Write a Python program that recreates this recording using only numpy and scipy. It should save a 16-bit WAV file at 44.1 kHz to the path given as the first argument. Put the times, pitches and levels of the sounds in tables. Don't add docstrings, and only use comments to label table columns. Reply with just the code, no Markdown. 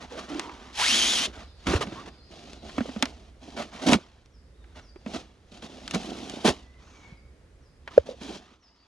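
import sys
import numpy as np
from scipy import signal
from scipy.fft import rfft, irfft, next_fast_len
from scipy.io import wavfile
from scipy.ndimage import uniform_filter1d

SR = 44100
rng = np.random.default_rng(int(sys.argv[2]) if len(sys.argv) > 2 else 0)


def generate_wav(signal):
    frames = np.transpose(np.atleast_2d(signal))
    scaled = np.clip(frames, -1, 1) * 32767
    pcm = np.round(scaled).astype(np.int16)
    wavfile.write(sys.argv[1], SR, pcm)


N = 391147
TIME = np.arange(N) / SR

# time_s, hiss_db, scuff_db, body_db
SLIDE_FADERS = [(0.729, -51.5, -57.5, -58), (0.799, -25.5, -43, -66), (.93, -23, -37.5, -39.5),
                (1.11, -24.5, -42, -42.5), (1.256, -28.5, -37.5, -46), (1.278, -48, -56, -39.5),
                (1.321, -62, -59, -59)]
# time_s, rate_hz
RIB_RATE = [(.815, 850), (.84, 1450), (.89, 2652), (.96, 3403), (1.03, 3094), (1.12, 3506), (1.19, 2830),
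            (1.25, 3170)]
# start_s, length_s, level_db
RUBS = [(0, 0.05, -45.5), (.09, 0.16, -47), (.172, 0.028, -38.5), (.27, 0.19, -43.5), (.49, .22, -51),
        (1.324, .11, -48.5), (1.657, .11, -30.5), (1.805, 0.026, -30), (1.83, 0.19, -48.5),
        (2.055, 0.032, -45.5), (3.563, 0.062, -36.5), (3.713, 0.18, -45), (4.751, 0.046, -49.5),
        (6.768, 0.36, -59.5), (7.9, 0.094, -51), (8.38, 0.16, -60.5), (8.6, 0.28, -68)]
# start_s, length_s, level_db
DRAGS = [(2.29, 0.27, -57), (2.6, 0.49, -53.5), (3.09, 0.2, -65.5), (3.405, 0.27, -57.5),
         (3.808, .14, -42.5), (5.065, .14, -52), (5.512, 0.071, -56.5), (5.616, 0.048, -49.5),
         (5.67, 0.41, -55.5), (5.88, 0.63, -49), (8.055, 0.067, -54), (8.202, 0.16, -49)]
# start_s, length_s, level_db, knock_pitch_hz
RIPS = [(3.861, 0.022, -30, 268), (3.881, 0.025, -29.5, 278.5), (3.91, 0.031, -26.5, 230.6),
        (5.132, 0.034, -42.5, 243), (5.933, 0.025, -35.5, 206), (6.443, 0.05, -27, 236)]
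# start_s, level_db, brightness_db
SNAPS = [(.395, -23, 5.5), (.494, -32, -20), (1.669, -21.5, -3), (2.532, -44.5, 12.5), (2.694, -32.5, -24),
         (2.782, -23.5, -24), (3.025, -11, 4), (3.055, -27, 6.5), (3.892, -25, 7), (3.932, -7.5, -4.5),
         (4.259, -60.5, 13), (4.641, -47.5, -23), (5.623, -38, -13), (5.878, -34, 12), (5.91, -33, 14.5),
         (5.947, -27.5, 12), (6.297, -40.5, 16), (7.876, -26.5, -28.5)]
# start_s, level_db, pitch_hz
KNOCKS = [(1.735, -14, 390), (1.816, -28, 254), (1.87, -28.5, 201), (1.921, -30, 320), (2.781, -16.5, 276),
          (2.806, -17, 235), (2.856, -32, 516), (2.89, -26.5, 262), (2.962, -23.5, 214), (3.028, -17, 262),
          (3.949, -15.5, 203.5), (4.959, -36.5, 369), (5.062, -24.5, 227), (5.955, -18.5, 208),
          (8.213, -34.5, 220)]
# start_s, level_db, pitch_hz
THUDS = [(1.681, -23, 67.4), (1.747, -15.5, 83), (2.788, -33, 81.8), (7.121, -38.5, 150),
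         (7.985, -28.5, 73.8)]
# start_s, level_db
CLAPS = [(7.9764, 2.5), (8.088, -22.5)]
# start_s, length_s, level_db, pitch_hz
GROANS = [(.11, 0.074, -44, 510), (.295, 0.12, -36, 302), (0.422, 0.12, -50, 314),
          (0.421, 0.12, -47.5, 970), (1.947, .08, -46.5, 1060), (3.563, 0.066, -39, 588),
          (8.085, 0.067, -43.5, 513), (8.269, .07, -44.5, 350)]
# freq_hz, gain_db
HISS_EQ = [(1200, -19.5), (2100, -2), (3200, 6), (4500, 2), (6400, -1.5), (8000, -15.5), (11000, -49)]
FIZZ_EQ = [(5500, -11.5), (7500, -2.5), (10200, -0.5), (12000, -23), (14500, -22), (16000, -38.5)]
# freq_hz, width_hz, gain_db
ROLL_MODES = [(246, 85, 0), (342, 150, -6), (540, 890, -11.5), (687.6, 160, -5)]
# start_s, level_db
SLURS = [(4.303, -69), (4.808, -61), (7.605, -74.5), (8.6, -66)]
# start_s, length_s, first_hz, middle_hz, last_hz, level_db
WHISTLES = [(4.522, .135, 3400, 3820, 3260, -72.5), (6.61, .17, 1990, 2010, 2090, -65.5),
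            (6.912, .2, 2310, 2253, 2136, -60.5), (7.163, .045, 5000, 4830, 4766, -69),
            (8.775, .08, 4280, 4680, 4660, -70)]
# freq_hz, gain_db
AIR_EQ = [(20, -21.5), (65, 2.5), (95, -10.5), (200, -18), (520, -22.5), (750, -32), (1900, -34),
          (2700, -39.5), (4900, -42.5), (10000, -49.5), (13000, -68)]
# freq_hz, correlation
MIC_LIKENESS = [(300, 1.08), (1200, 0.92), (7000, 0.73), (10000, -0.15)]
# freq_hz, left_minus_right_db
MIC_BALANCE = [(250, -2), (800, -4), (2500, 0.5), (4500, 0.65)]
# freq_hz, left_lead_rad
MIC_LEAD = [(100, 0), (600, 0.59), (1400, 0.77), (3200, 0.94), (6500, 0.24), (7700, -1.5), (9000, -2.5)]

# hiss_db, scuff_db, body_db
RUB_MIX_DB, DRAG_MIX_DB, RIP_MIX_DB = (-7, -0.5, -2.5), (0, -2.5, 7), (-0.5, 1, 6.5)
TRAIL_MIX_DB = (-17, -15, -20)
# start_s, length_s, level_db, pitch_hz
SWISH = (6.8, 0.31, -69, 6170)


def mat_slide(rasp_db=-2.4, zip_db=-1.8):
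    times, *faders = np.transpose(SLIDE_FADERS)
    hiss, scuff, body = (from_db(np.interp(TIME, times, db, left=-np.inf, right=-np.inf))
                         for db in faders)
    rate_hz = np.interp(TIME, *np.transpose(RIB_RATE))
    grip = (hiss / hiss.max()) ** .6
    zipping = lowpass(grip * ribs(rate_hz, spread_hz=170, octave_db=-2.5, third_db=-6), hz=6300)
    drone = body * colour(rng.standard_normal((2, N)), lambda f: hollow(f) ** 2)
    rasp = friction(from_db(rasp_db) * hiss, scuff, body / 2, judder_db=.7)
    return drone + rasp + from_db(zip_db) * hiss * zipping


def stroke_envelopes(trail_s=.15, trail_cap_db=-46, contact_cap_db=-46.5, contact_db=-9):
    power = np.zeros((3, N))
    t = np.arange(SR) / SR
    for table, mix_db in (RUBS, RUB_MIX_DB), (DRAGS, DRAG_MIX_DB), (RIPS, RIP_MIX_DB):
        for start, length, db, *_ in table:
            attack = np.minimum(t / (.005 + .086 * length), 1)
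            release_s = .0085 + .082 * length + np.array([[0], [0], [.0022]])
            after = np.maximum(t - length, 0)
            press = from_db(db) * np.exp(-after / release_s)
            trail = from_db(min(db, trail_cap_db)) * np.exp(-after / trail_s)
            held = np.maximum(press, from_db(TRAIL_MIX_DB)[:, None] * trail)
            add(power, start, (from_db(mix_db)[:, None] * attack * held) ** 2)
    light = np.minimum(power, from_db(contact_cap_db) ** 2)
    contact = uniform_filter1d(uniform_filter1d(light, size=5000), size=5000)
    return np.sqrt(power + from_db(contact_db) ** 2 * abs(contact))


def strokes(scuff_db=-5, squeak_db=-6, squeak_hz=1080, wall_db=-2.5, firm_db=-46):
    hiss, scuff, body = stroke_envelopes()
    squeak = ribs(squeak_hz * np.exp(.16 * wander(N, 260)), spread_hz=280, octave_db=-12)
    firmness = scuff / (scuff + from_db(firm_db))
    wall = colour(slips(grain_db=1.5, judder_db=4), lambda f: band(f, 350, 560))
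    rasp = friction(hiss, from_db(scuff_db) * scuff, body, judder_db=1.4)
    return rasp + scuff * (from_db(squeak_db) * squeak + from_db(wall_db) * firmness * wall)


def ribs(rate_hz, spread_hz, octave_db, third_db=-np.inf):
    phase = 2 * np.pi * np.cumsum(rate_hz + spread_hz * wander(N, 2500)) / SR
    tone = np.sin(phase) + from_db(octave_db) * np.sin(2 * phase) + from_db(third_db) * np.sin(3 * phase)
    return unit(tone * from_db(2 * wander(N, 500)))


def friction(hiss, scuff, body, judder_db, fizz_db=-12, fizz_growth=1.206, firm_db=-25):
    force = slips(grain_db=1.5, judder_db=judder_db)
    fizz = from_db(firm_db + fizz_db) * (hiss / from_db(firm_db)) ** fizz_growth
    return (hiss * colour(force, lambda f: from_db(at_freqs(HISS_EQ, f)))
            + fizz * colour(force, lambda f: from_db(at_freqs(FIZZ_EQ, f)) * f / (f + 2000))
            + scuff * colour(force, lambda f: band(f, 604, 1820))
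            + body * colour(slips(grain_db=2.5, judder_db=2.5), hollow))


def slips(grain_db, judder_db, grain_hz=1500, judder_hz=150):
    noise = rng.standard_normal((2, N))
    return noise * from_db(grain_db * wander(N, grain_hz) + judder_db * wander(N, judder_hz))


def hollow(f):
    power = sum(from_db(db) ** 2 / (1 + ((f - hz) / (width / 2)) ** 2) for hz, width, db in ROLL_MODES)
    return np.sqrt(power) * band(f, 143, 770)


def snaps(dull_db=-5, bright_db=-6, dull_s=.0071, bright_s=.0019, slap_db=-8.5, slap_bright_db=-18):
    out = np.zeros((2, N))
    t = np.arange(SR // 16) / SR
    attack = np.minimum(np.arange(len(t)) / 20, 1)
    slaps = [(start, db + slap_db, slap_bright_db) for start, db, _ in KNOCKS]
    for start, db, brightness_db in SNAPS + slaps:
        crack = rng.standard_normal((2, len(t)))
        dull = colour(crack, lambda f: band(f, 590, 2280))
        dull *= from_db(dull_db) * np.exp(-t / dull_s)
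        bright = colour(crack, lambda f: band(f, 2450, 6260) / (1 + (f / 11000) ** 14))
        bright *= from_db(brightness_db + bright_db) * np.exp(-t / bright_s)
        add(out, start, attack * from_db(db) * (dull + bright))
    return out


def knock(db, hz, swell_cycles, sharpness):
    cycles = np.arange(SR // 6) / SR * hz
    swell = cycles / swell_cycles
    return from_db(db) * (swell * np.exp(1 - swell)) ** sharpness * np.sin(2 * np.pi * cycles)


def roll_hits(knock_db=-2, dent_db=-7, dent_hz=558, kick_db=16.5, recoil_db=-3, recoil_hz=72):
    out = np.zeros((2, N))
    kicks = [(start + .01, db + kick_db, hz) for start, _, db, hz in RIPS]
    recoils = [(start + length, db + recoil_db, recoil_hz) for start, length, db, _ in RIPS]
    for start, db, hz in KNOCKS + kicks:
        add(out, start, knock(db + knock_db, hz, swell_cycles=1.5, sharpness=1.6))
        add(out, start, knock(db + dent_db, dent_hz, swell_cycles=.66, sharpness=1))
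    for start, db, hz in THUDS + recoils:
        add(out, start, knock(db, hz, swell_cycles=.81, sharpness=2.2))
    clap_pan = from_db([[1.4], [-1.4]])
    for start, db in CLAPS:
        add(out, start, clap_pan * knock(db, hz=518, swell_cycles=2.1, sharpness=3.8))
    return out


def mat_flop(landing_s=1.665, level_db=-26, attack_s=.011, decay_s=.14):
    t = np.maximum(TIME - landing_s, 0)
    flutter = colour(slips(grain_db=2.5, judder_db=4.5, judder_hz=40.36), lambda f: band(f, 88.4, 360))
    return from_db(level_db) * np.minimum(t / attack_s, 1) * np.exp(-t / decay_s) * flutter


def groans(rise_share=.09, width_share=.17):
    out = np.zeros(N)
    for start, length, db, hz in GROANS + [SWISH]:
        progress = np.linspace(0, 1, int(length * SR))
        pitch, width = hz * (1 + rise_share * (progress - .5)), hz * width_share
        ring = resonate(rng.standard_normal(len(progress)), pitch, width)
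        ring = resonate(ring, pitch, 2 * width)
        add(out, start, from_db(db) * unit(ring * arch(progress)))
    return out


def moving_reflection(rasp, delay_s=.0013, strength=.28):
    delay = delay_s * np.exp(.22 * wander(N, 9))
    echo = np.array([np.interp(TIME - delay, TIME, side) for side in rasp])
    echo = signal.sosfilt(signal.butter(1, 600, "high", fs=SR, output="sos"), echo)
    return (rasp + strength * echo) / np.hypot(1, strength)


def whistle(length, pitches_hz):
    progress = np.linspace(0, 1, int(length * SR))
    curve = np.polyval(np.polyfit([0, .5, 1], pitches_hz, 2), progress)
    hz = curve * (1 + .014 * wander(len(progress), 700))
    flicker = from_db(3.5 * wander(len(progress), 70))
    return flicker * arch(progress) * np.sin(2 * np.pi * np.cumsum(hz) / SR)


def birds(slur_s=.11, slur_hz=(6350, 5100, 4650)):
    out = np.zeros(N)
    slurs = [(start, slur_s, *slur_hz, db) for start, db in SLURS]
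    for start, length, *pitches, db in WHISTLES + slurs:
        add(out, start, from_db(db) * whistle(length, pitches))
    return out


def twitter(span_s=(1.35, 2.7), note_s=.07, every_s=.035, level_db=-64.5, range_hz=(3400, 5200)):
    out = np.zeros(N)
    for start in np.arange(*span_s, every_s):
        add(out, start, from_db(level_db) * whistle(note_s, rng.uniform(*range_hz, 3)))
    return out


def tree_echoes(sound, t60_s):
    t = np.arange(SR) / SR
    tail = lowpass(rng.standard_normal((2, SR)) * from_db(-60 * t / t60_s), hz=6000)
    return signal.fftconvolve(sound[None], tail / np.linalg.norm(tail[0]), axes=1)[:, :N]


def outdoor_air(level_db=-54.5, leaves_db=-18, fade_s=(8.33, 8.66), fade_db=-13):
    rumble = colour(rng.standard_normal((2, N)), lambda f: from_db(at_freqs(AIR_EQ, f)))
    leaves = colour(rng.standard_normal((2, N)),
                    lambda f: from_db(at_freqs(AIR_EQ, f)) * f / (f + 600))[0]
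    bed = rumble + from_db(leaves_db) * np.array([leaves, -leaves])
    return bed * from_db(level_db + 2 * wander(N, 1.5) + np.interp(TIME, fade_s, [0, fade_db]))


def colour(pair, gain):
    size = next_fast_len(pair.shape[1])
    f = np.fft.rfftfreq(size, 1 / SR)
    left, other = rfft(pair, size) * gain(f)
    likeness = np.clip(at_freqs(MIC_LIKENESS, f), -1, 1)
    right = likeness * left + np.sqrt(1 - likeness ** 2) * other
    out = irfft(np.array([left, right]), size)[:, :pair.shape[1]]
    return out / (out.mean(0).std() + 1e-12)


def resonate(x, hz, width_hz):
    turn = np.exp(2j * np.pi * np.cumsum(hz) / SR)
    pole = np.exp(-np.pi * width_hz / SR)
    return 2 * (turn * signal.lfilter([1 - pole], [1, -pole], x / turn)).real


def band(f, low_hz, high_hz):
    return 1 / np.sqrt((1 + (low_hz / (f + 1)) ** 6) * (1 + (f / high_hz) ** 6))


def lowpass(x, hz):
    return signal.sosfilt(signal.butter(2, hz, fs=SR, output="sos"), x)


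def at_freqs(points, f):
    hz, value = np.transpose(points)
    return np.interp(np.log(f + 1), np.log(hz + 1), value)


def wander(size, hz):
    knots = rng.standard_normal(int(size / SR * hz) + 3)
    return unit(np.interp(np.arange(size) / SR * hz, np.arange(len(knots)), knots))


def arch(progress):
    return np.sqrt(abs(np.sin(np.pi * progress)))


def from_db(db):
    return 10 ** (np.asarray(db) / 20)


def unit(x):
    return x / np.sqrt(np.mean(x ** 2) + 1e-20)


def add(mix, start_s, sound):
    part = mix[..., max(round(start_s * SR), 0):][..., :sound.shape[-1]]
    part += sound[..., :part.shape[-1]]


def scene():
    mats = moving_reflection(strokes()) + mat_slide() + groans() + snaps() + roll_hits() + mat_flop()
    song = birds()
    mat_echo = from_db(-24) * tree_echoes(mats.mean(0), t60_s=.059)
    bird_echo = from_db(-2) * tree_echoes(song + twitter(), t60_s=.75)
    return mats + mat_echo + song + bird_echo + outdoor_air()


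def record(dry, cutoff_hz=15800):
    size = next_fast_len(N)
    f = np.fft.rfftfreq(size, 1 / SR)
    sides = np.array([[.5], [-.5]])
    mics = from_db(at_freqs(MIC_BALANCE, f) * sides) * np.exp(1j * at_freqs(MIC_LEAD, f) * sides)
    clipped = np.clip(irfft(rfft(dry, size) * mics, size)[:, :N], -1, 1)
    high_cut = signal.firwin(511, cutoff_hz, window=("kaiser", 9), fs=SR)
    return signal.oaconvolve(clipped, high_cut[None], "same")


dry = scene()
out = record(dry)
generate_wav(out)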